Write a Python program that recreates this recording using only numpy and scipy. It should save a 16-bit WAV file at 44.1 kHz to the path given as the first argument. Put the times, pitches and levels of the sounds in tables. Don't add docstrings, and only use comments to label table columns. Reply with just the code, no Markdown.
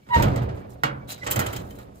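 import sys
import numpy as np
from scipy import signal
from scipy.fft import rfft, irfft
from scipy.io import wavfile
from scipy.ndimage import uniform_filter1d

SR = 44100
rng = np.random.default_rng(int(sys.argv[2]) if len(sys.argv) > 2 else 0)


def ratio(d):
    e = np.asarray(d, float) / 20
    return 10 ** e


def master_out(mix):
    frames = np.transpose(np.atleast_2d(mix))
    ceiling = np.clip(frames, -1, 1)
    pcm = np.round(ceiling * 32767).astype(np.int16)
    wavfile.write(sys.argv[1], SR, pcm)


N = 88200
TIME = np.arange(N) / SR

# start in seconds, bare-metal tick in dB, sheet clang in dB,
# chatter length in seconds, top treble of the tick in dB.
KNOCKS = [(.066, -80, -57, 0.011, -14), (.088, -73, -50, 0.0039, -12), (.140, -35.5, -43, 0.018, -8),
          (.160, -55, -28.5, 0.015, -12), (.197, -49, -34.5, 0.011, -6), (.2225, -27, -30.5, 0.005, 1),
          (.232, -35, -31, 0.0089, -10), (.253, -49, -42, 0.0015, 1), (.283, -52, -44, 0.0021, 4),
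          (.3587, -39, -38, 0.0034, 2.5), (.376, -52, -40, 0.0022, 3), (.419, -60, -44.5, 0.0036, 8),
          (.432, -54.5, -63, 0.0024, 8.5), (.49, -72, -46.5, 0.003, -20), (.572, -64, -54, 0.0094, -7),
          (.835, -31, -24, 0.003, 0), (1.177, -61, -54, 0.011, 9), (1.232, -47, -42, 0.035, -2),
          (1.2645, -27.5, -32.5, 0.013, -14), (1.281, -50, -35.5, 0.0033, -17), (1.302, -37, -39, .009, 5),
          (1.3095, -24, -45, 0.0059, 11), (1.3122, -21, -47, 0.0018, -6), (1.3185, -26, -36, .005, -17),
          (1.3585, -30, -33.5, 0.0061, 7), (1.363, -47, -32, 0.0027, -4), (1.3915, -27.5, -28, 0.0032, 9),
          (1.397, -24.5, -34, 0.002, 4.5), (1.411, -47, -36, 0.0048, -12),
          (1.462, -32.5, -34.5, 0.0085, 0.5), (1.5262, -46.5, -60, 0.0059, 9),
          (1.5307, -38, -39.5, 0.0062, 3), (1.561, -34, -42, 0.0071, 3), (1.705, -50, -56, 0.0073, 4),
          (1.75, -59, -72, 0.01, 9), (1.786, -52.5, -48.5, 0.0061, 8.5)]
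# frequency in Hz, density in dB per Hz.
TICK_SPECTRUM = [(1180, -9.5), (2000, 2.5), (2300, -0.5), (5580, -2.5), (7640, 3), (9250, -8.5),
                 (13600, -4), (15600, -3), (16000, 4)]
# frequency in Hz, width in Hz, level in dB.
LATCH_MODES = [(2515, 60, 3.5), (3086, 26, 13.5), (3550, 53, -18), (4400, 50, -2), (6400, 25, -10.5),
               (7380, 24, -2.5), (10820, 28, -7.5), (13700, 370, 10)]
# frequency in Hz, density in dB per Hz.
SHEET_SPECTRUM = [(150, -8.5), (400, -1.5), (700, -3.5), (1300, 1), (2000, -6), (3000, -6.5), (8000, -19),
                  (14000, -45)]
# frequency in Hz, time to fall 60 dB in seconds.
SHEET_DECAY = [(300, 0.39), (700, 0.52), (1500, 0.43), (3000, 0.22), (6000, 0.14), (12000, 0.13)]
# frequency in Hz, time to fall 60 dB in seconds,
# level in dB struck at the edge, level in dB struck at the catch.
SHEET_RINGS = [(119.4, 0.25, -13, -2), (136.2, 0.45, 8, -12), (307, 0.48, 0, -6), (509.5, 0.17, -18, -1),
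               (639, 0.25, -30, 1.5), (726, 0.11, 14.5, -8.5), (836, 0.12, 11.5, 4.5),
               (1116, 0.18, 3, -4.5), (1267, 0.13, 15, -6), (1385, 0.054, 20, 3), (1884, 0.079, 12.5, 2),
               (1914, 0.11, 12.5, -17), (2170, 0.027, -1, -4.5), (2970, 0.083, 2.5, -24)]
# time in seconds, level in dB.
SHAKE = [(0, -44), (0.049, -63), (0.093, -37.5), (0.146, -40), (0.166, -15), (.27, -16), (.44, -23.5),
         (.545, -28), (.575, -30.5), (0.823, -42), (.84, -30.5), (1.2, -43.5), (1.34, -30), (1.383, -22.5),
         (1.448, -29), (1.628, -30.5), (1.67, -33.5), (2.0, -44)]
# frequency in Hz, width in Hz, level in dB.
HOOD_MODES = [(48.4, 18, -5), (77.9, 12.2, -1.5), (115.9, 10.5, 0.5), (152, 26, -7), (173.6, 7.3, -6),
              (210.8, 17.4, -4.5), (279.9, 13.3, -5), (380.6, 21.3, -6), (417, 6.5, -12.5),
              (477.6, 11, -12), (539, 19, -13.5), (724, 4.9, -12)]
# frequency in Hz, density in dB per Hz.
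HOOD_WASH = [(15, -47), (25, -36.5), (113, -9), (188, -25), (582, -15.5), (636, -17.5), (5000, -54),
             (6500, -72), (11000, -120)]
# start in seconds, length in seconds, pitch in Hz, level in dB.
FLEXES = [(.16, 0.033, 72, -18), (.19, 0.035, 110.6, -16.5), (.222, 0.056, 107.4, -20.5),
          (.26, 0.035, 114, -19.5), (.305, 0.047, 111.5, -17), (.40, 0.06, 123.5, -22),
          (.49, 0.035, 122, -29.5), (.525, .035, 115.5, -29.5), (.158, 0.02, 523, -23),
          (.84, 0.069, 139.7, -31.5), (1.362, .04, 113, -22.5), (1.4, .04, 115, -41),
          (1.595, 0.035, 109, -31)]
# time in seconds, pitch in Hz, level in dB,
# sharpness of the slip in dB.
SQUEAL = [
    (0.089, 1003, -63, -8),
    (0.108, 961, -31.5, -8.5),
    (0.126, 984, -25, -7),
    (0.145, 940.5, -18, -1),
    (0.159, 941.4, -16.5, -8),
    (0.177, 939, -29.5, 0.5),
    (0.192, 902, -38, 3),
    (0.201, 927, -20, -14),
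    (.215, 946, -29.5, -7),
    (0.238, 922, -52, -14),
]
SQUEAL_OVERTONES = [0, -5, -17, -20]
SQUEAL_LEFT_LEAD = [1.8, 2.4, 2.2, 2.2]
# start in seconds, length in seconds, pitch in Hz, level in dB.
SQUEAKS = [
    (.118, .04, 790, -36),
    (.08, .025, 1080, -50),
    (1.208, .048, 2020, -34),
    (1.397, .04, 1850, -31),
]
# start in seconds, length in seconds, level in dB, dullness in dB.
SCRAPES = [(0.071, 0.22, -63.5, -1), (0.127, 0.098, -47, 11), (0.246, 0.16, -59.5, 11),
           (0.537, 0.097, -68, -7), (0.691, 0.066, -59.5, -13), (1.073, 0.095, -48, 8),
           (1.088, 0.054, -39.5, 6), (1.12, 0.32, -62, 14), (1.416, 0.22, -51, 9.5),
           (1.603, 0.27, -59.5, 4), (1.936, 0.099, -64.5, -17)]
# frequency in Hz, density in dB per Hz.
SCRAPE_SPECTRUM = [(240, -80), (400, -21.5), (598, -4), (1820, -11.5), (3310, -11.5), (12900, -6),
                   (16000, -5.5)]
# frequency in Hz, width in Hz, level in dB.
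BRACKET = [(3980, 210, 7.5), (7240, 2000, -3), (13400, 300, -5.5)]
# start in seconds, length in seconds, first pitch in Hz, last pitch in Hz,
# level in dB.
BIRD = [
    (0, .085, 2280, 2300, -67),
    (0.597, .07, 2300, 2316, -60),
    (0.77, .045, 4700, 3820, -74),
    (0.994, .07, 2300, 2270, -56.5),
]
# frequency in Hz, density in dB per Hz.
YARD = [(30, -26), (170, -5.5), (600, -32), (2000, -31.5), (9000, -44), (16000, -43)]
# frequency in Hz, likeness from 0 to 1.
LIKENESS = [(60, .9), (200, .9), (280, .65), (450, .3), (800, .55), (1500, .65), (2600, .25)]
# frequency in Hz, left minus right in dB.
LEFT_OVER_RIGHT = [(60, -1.5), (250, 0), (500, -6.5), (950, -2), (2000, -3), (6000, 2), (14000, -4.5)]
# frequency in Hz, lead of the left in radians.
LEFT_LEAD = [(250, 0), (420, -2.4), (650, -3.0), (1300, -3.7), (2000, -4.1), (5000, -7.5), (16000, -24.5)]

EDGE_KNOCK_S, SAME_KNOCK_S = 0.835, 0.007
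RISE_S = 0.0015


def evened(x):
    return x / np.sqrt(np.mean(x ** 2, -1, keepdims=True) + 1e-20)


def read(points, hz):
    f, value = np.transpose(points)
    return np.interp(np.log(hz + 1), np.log(f + 1), value)


def colour(x, points):
    log_gain = read(points, abs(np.fft.fftfreq(8192, 1 / SR))) * np.log(10) / 20
    taps = np.fft.ifft(np.exp(np.conj(signal.hilbert(log_gain)))).real[:4096]
    taps = taps / np.linalg.norm(taps)
    return signal.oaconvolve(x, taps[None], axes=1)[:, :x.shape[1]]


def resonate(x, hz, width):
    r = np.exp(-np.pi * width / SR)
    return 2 * signal.lfilter([1 - r], [1, -r * np.exp(2j * np.pi * hz / SR)], x).real


def slow(width):
    return evened(uniform_filter1d(uniform_filter1d(rng.standard_normal(N), width), width))


def hump(start, length):
    return np.sin(np.pi * np.clip((TIME - start) / length, 0, 1)) ** 2


def clumpy(x):
    z = signal.stft(x, nperseg=256)[2]
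    patches = uniform_filter1d(rng.standard_normal(z.shape[1:]), size=8, axis=0)
    patches = uniform_filter1d(patches, size=4, axis=1)
    return signal.istft(z * ratio(2.5 * patches / patches.std()), nperseg=256)[1][:, :N]


def sheet_response(place):
    length = SR // 2
    t = np.arange(length) / SR
    hz, frame_s, z = signal.stft(rng.standard_normal((2, length)), SR, nperseg=256)
    decay = ratio(-60 * frame_s / read(SHEET_DECAY, hz)[:, None])
    dense = colour(signal.istft(z * decay, SR, nperseg=256)[1][:, :length], SHEET_SPECTRUM)
    rings = 0
    for f, t60, *db in SHEET_RINGS:
        envelope = ratio(db[place] - 60 * t / t60) * np.minimum(t * f / 1.64, 1)
        pitch = f * (1 + place * 0.05 * rng.standard_normal())
        phase = rng.random() + 0.13 * rng.random((2, 1))
        rings = rings + envelope * np.sin(2 * np.pi * (pitch * t + phase))

    def head_evened(v):
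        return v / np.sqrt(np.mean(v[:, :600] ** 2))

    ring_gain = ratio(2 + 4 * (1 - place))
    return (head_evened(dense) + ring_gain * head_evened(rings)) * np.minimum(t / RISE_S, 1)


def latch_ring(ticks):
    tilt = 0.5 + 0.5 * np.tanh(slow(1000))
    out = 0
    for hz, width, db in LATCH_MODES:
        other_hz = hz * (1 + 0.012 * rng.standard_normal())
        ring = resonate(ticks * tilt, hz, width) + resonate(ticks * (1 - tilt), other_hz, width)
        out = out + ratio(db) * ring * np.sqrt(SR / width / 20) * ratio(slow(1500))
    return ratio(-16.5) * out


def knocks():
    grit = rng.standard_normal((2, N)) * ratio(2.5 * slow(25))
    tick_power, top_power = np.zeros(N), np.zeros(N)
    force = np.zeros((6, N))
    for k, (s, tick_db, clang_db, length, top_db) in enumerate(KNOCKS):
        on_catch = abs(s - EDGE_KNOCK_S) > SAME_KNOCK_S
        start = s - RISE_S / 2
        u = np.maximum(TIME - start, 0)
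        rise = np.minimum(u / (RISE_S + 0.4 * length * on_catch), 1)
        hold = rise * ratio(-60 * np.maximum(u - length, 0) / 0.026 - 2 * u / length)
        tail = rise * ratio(-6 - 60 * u / 0.12)
        power = (ratio(tick_db) * (hold + tail)) ** 2
        tick_power += power
        top_power += power * ratio(2 * top_db)
        blow = np.arange(N) == round(start * SR)
        bounce = grit[0] * hold / np.linalg.norm(hold)
        spot = (1 + k % 5) * on_catch
        force[spot] += ratio(clang_db) * (ratio(-1) * blow + ratio(-11) * bounce)
    clang = 0
    for spot, push in enumerate(force):
        clang = clang + signal.fftconvolve(push[None], sheet_response(min(spot, 1)), axes=1)[:, :N]
    grit = clumpy(grit)
    low = signal.sosfiltfilt(signal.butter(3, 9500, fs=SR, output="sos"), grit)
    ticks = np.sqrt(tick_power) * low + np.sqrt(top_power) * (grit - low)
    return colour(ticks, TICK_SPECTRUM) + latch_ring(ticks) + clang


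def hood():
    drive = rng.standard_normal((2, N))
    modes = 0
    for k, (hz, width, db) in enumerate(HOOD_MODES):
        modes = modes + (-1) ** k * ratio(db) * resonate(drive, hz, width) / np.sqrt(width)
    wash = colour(rng.standard_normal((2, N)) * ratio(2 * slow(300)), HOOD_WASH)
    s, db = np.transpose(SHAKE)
    return ratio(np.interp(TIME, s, db) - 6) * (evened(modes) + ratio(-4.5) * wash)


def flexes():
    out = np.zeros(N)
    for s, length, hz, db in FLEXES:
        out += ratio(db) * hump(s, length) ** 0.92 * np.sin(2 * np.pi * hz * (TIME - s))
    return out


def squeal():
    s, hz, db, sharp_db = np.transpose(SQUEAL)
    turns = np.cumsum(np.interp(TIME, s, hz) * (1 + 0.005 * slow(120))) / SR
    release_db = 60 * np.clip((TIME - s[-1]) / 0.005 + 1, 0, 2)
    level = np.interp(TIME, s, db, left=-120) - release_db
    sharpness = np.interp(TIME, s, sharp_db)
    side = np.array([[0.5], [-0.5]])
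    out = 0
    for k, (over_db, lead) in enumerate(zip(SQUEAL_OVERTONES, SQUEAL_LEFT_LEAD)):
        fuzz = 1 + (k + 1) * ratio(-21) * np.array([slow(60), slow(60)])
        gain = ratio(level + over_db + np.sqrt(k) * (sharpness + 1.5 * slow(200)))
        tone = np.sin(2 * np.pi * (k + 1) * turns + side * lead)
        out = out + 2 * gain * fuzz * ratio(-2.5 * side) * tone
    return out


def squeaks():
    out = np.zeros(N)
    for s, length, hz, db in SQUEAKS:
        out += ratio(db) * hump(s, length) * (1 + 0.34 * slow(60)) * np.sin(2 * np.pi * hz * TIME)
    return out


def scrapes():
    bright, dull = np.zeros(N), np.zeros(N)
    for s, length, db, dull_db in SCRAPES:
        fade_in = (TIME - s) / (0.007 + 0.068 * length)
        fade_out = (s + length - TIME) / (0.007 + 0.16 * length)
        stroke = ratio(db) * np.clip(np.minimum(fade_in, fade_out), 0, 1)
        bright += stroke
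        dull += stroke * ratio(dull_db)
    clicks = rng.random((2, N)) < 9000 / SR
    grit = evened(clicks * rng.standard_normal((2, N)) * ratio(1.5 * slow(120)))
    rub = colour(evened(clumpy(grit)), SCRAPE_SPECTRUM)
    rub = rub + sum(ratio(db) * resonate(rub, hz, width) for hz, width, db in BRACKET)
    low = signal.sosfilt(signal.butter(2, 5500, fs=SR, output="sos"), rub)
    return bright * (rub - low) + dull * low


def bird():
    out = np.zeros(N)
    for s, length, from_hz, to_hz, db in BIRD:
        u = TIME - s
        turns = from_hz * u + (to_hz - from_hz) * u ** 2 / (2 * length)
        out += ratio(db) * hump(s, length) * np.sin(2 * np.pi * turns)
    return out


def yard():
    return ratio(-56.5) * colour(evened(clumpy(rng.standard_normal((2, N)))), YARD)


def scene():
    paths = knocks() + hood() + flexes() + squeaks() + scrapes() + bird() + yard()
    a, b = rfft(paths, 2 * N)
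    hz = np.fft.rfftfreq(2 * N, 1 / SR)
    same = np.clip(read(LIKENESS, hz), 0, 1)
    half = ratio(read(LEFT_OVER_RIGHT, hz) / 2) * np.exp(0.5j * read(LEFT_LEAD, hz))
    left = a * half
    right = (same * a + np.sqrt(1 - same ** 2) * b) / half
    return irfft([left, right])[:, :N] + squeal()


def band_limit(x):
    return signal.sosfilt(signal.butter(12, 16450, fs=SR, output="sos"), x)


def record(dry):
    x = dry - 0.37 * resonate(dry, 9800, 640)
    low_pass = signal.firwin(301, 15600, window=("kaiser", 7), fs=SR)
    x = signal.oaconvolve(x, low_pass[None], "same")
    return band_limit(x)


dry = scene()
out = record(dry)
master_out(out)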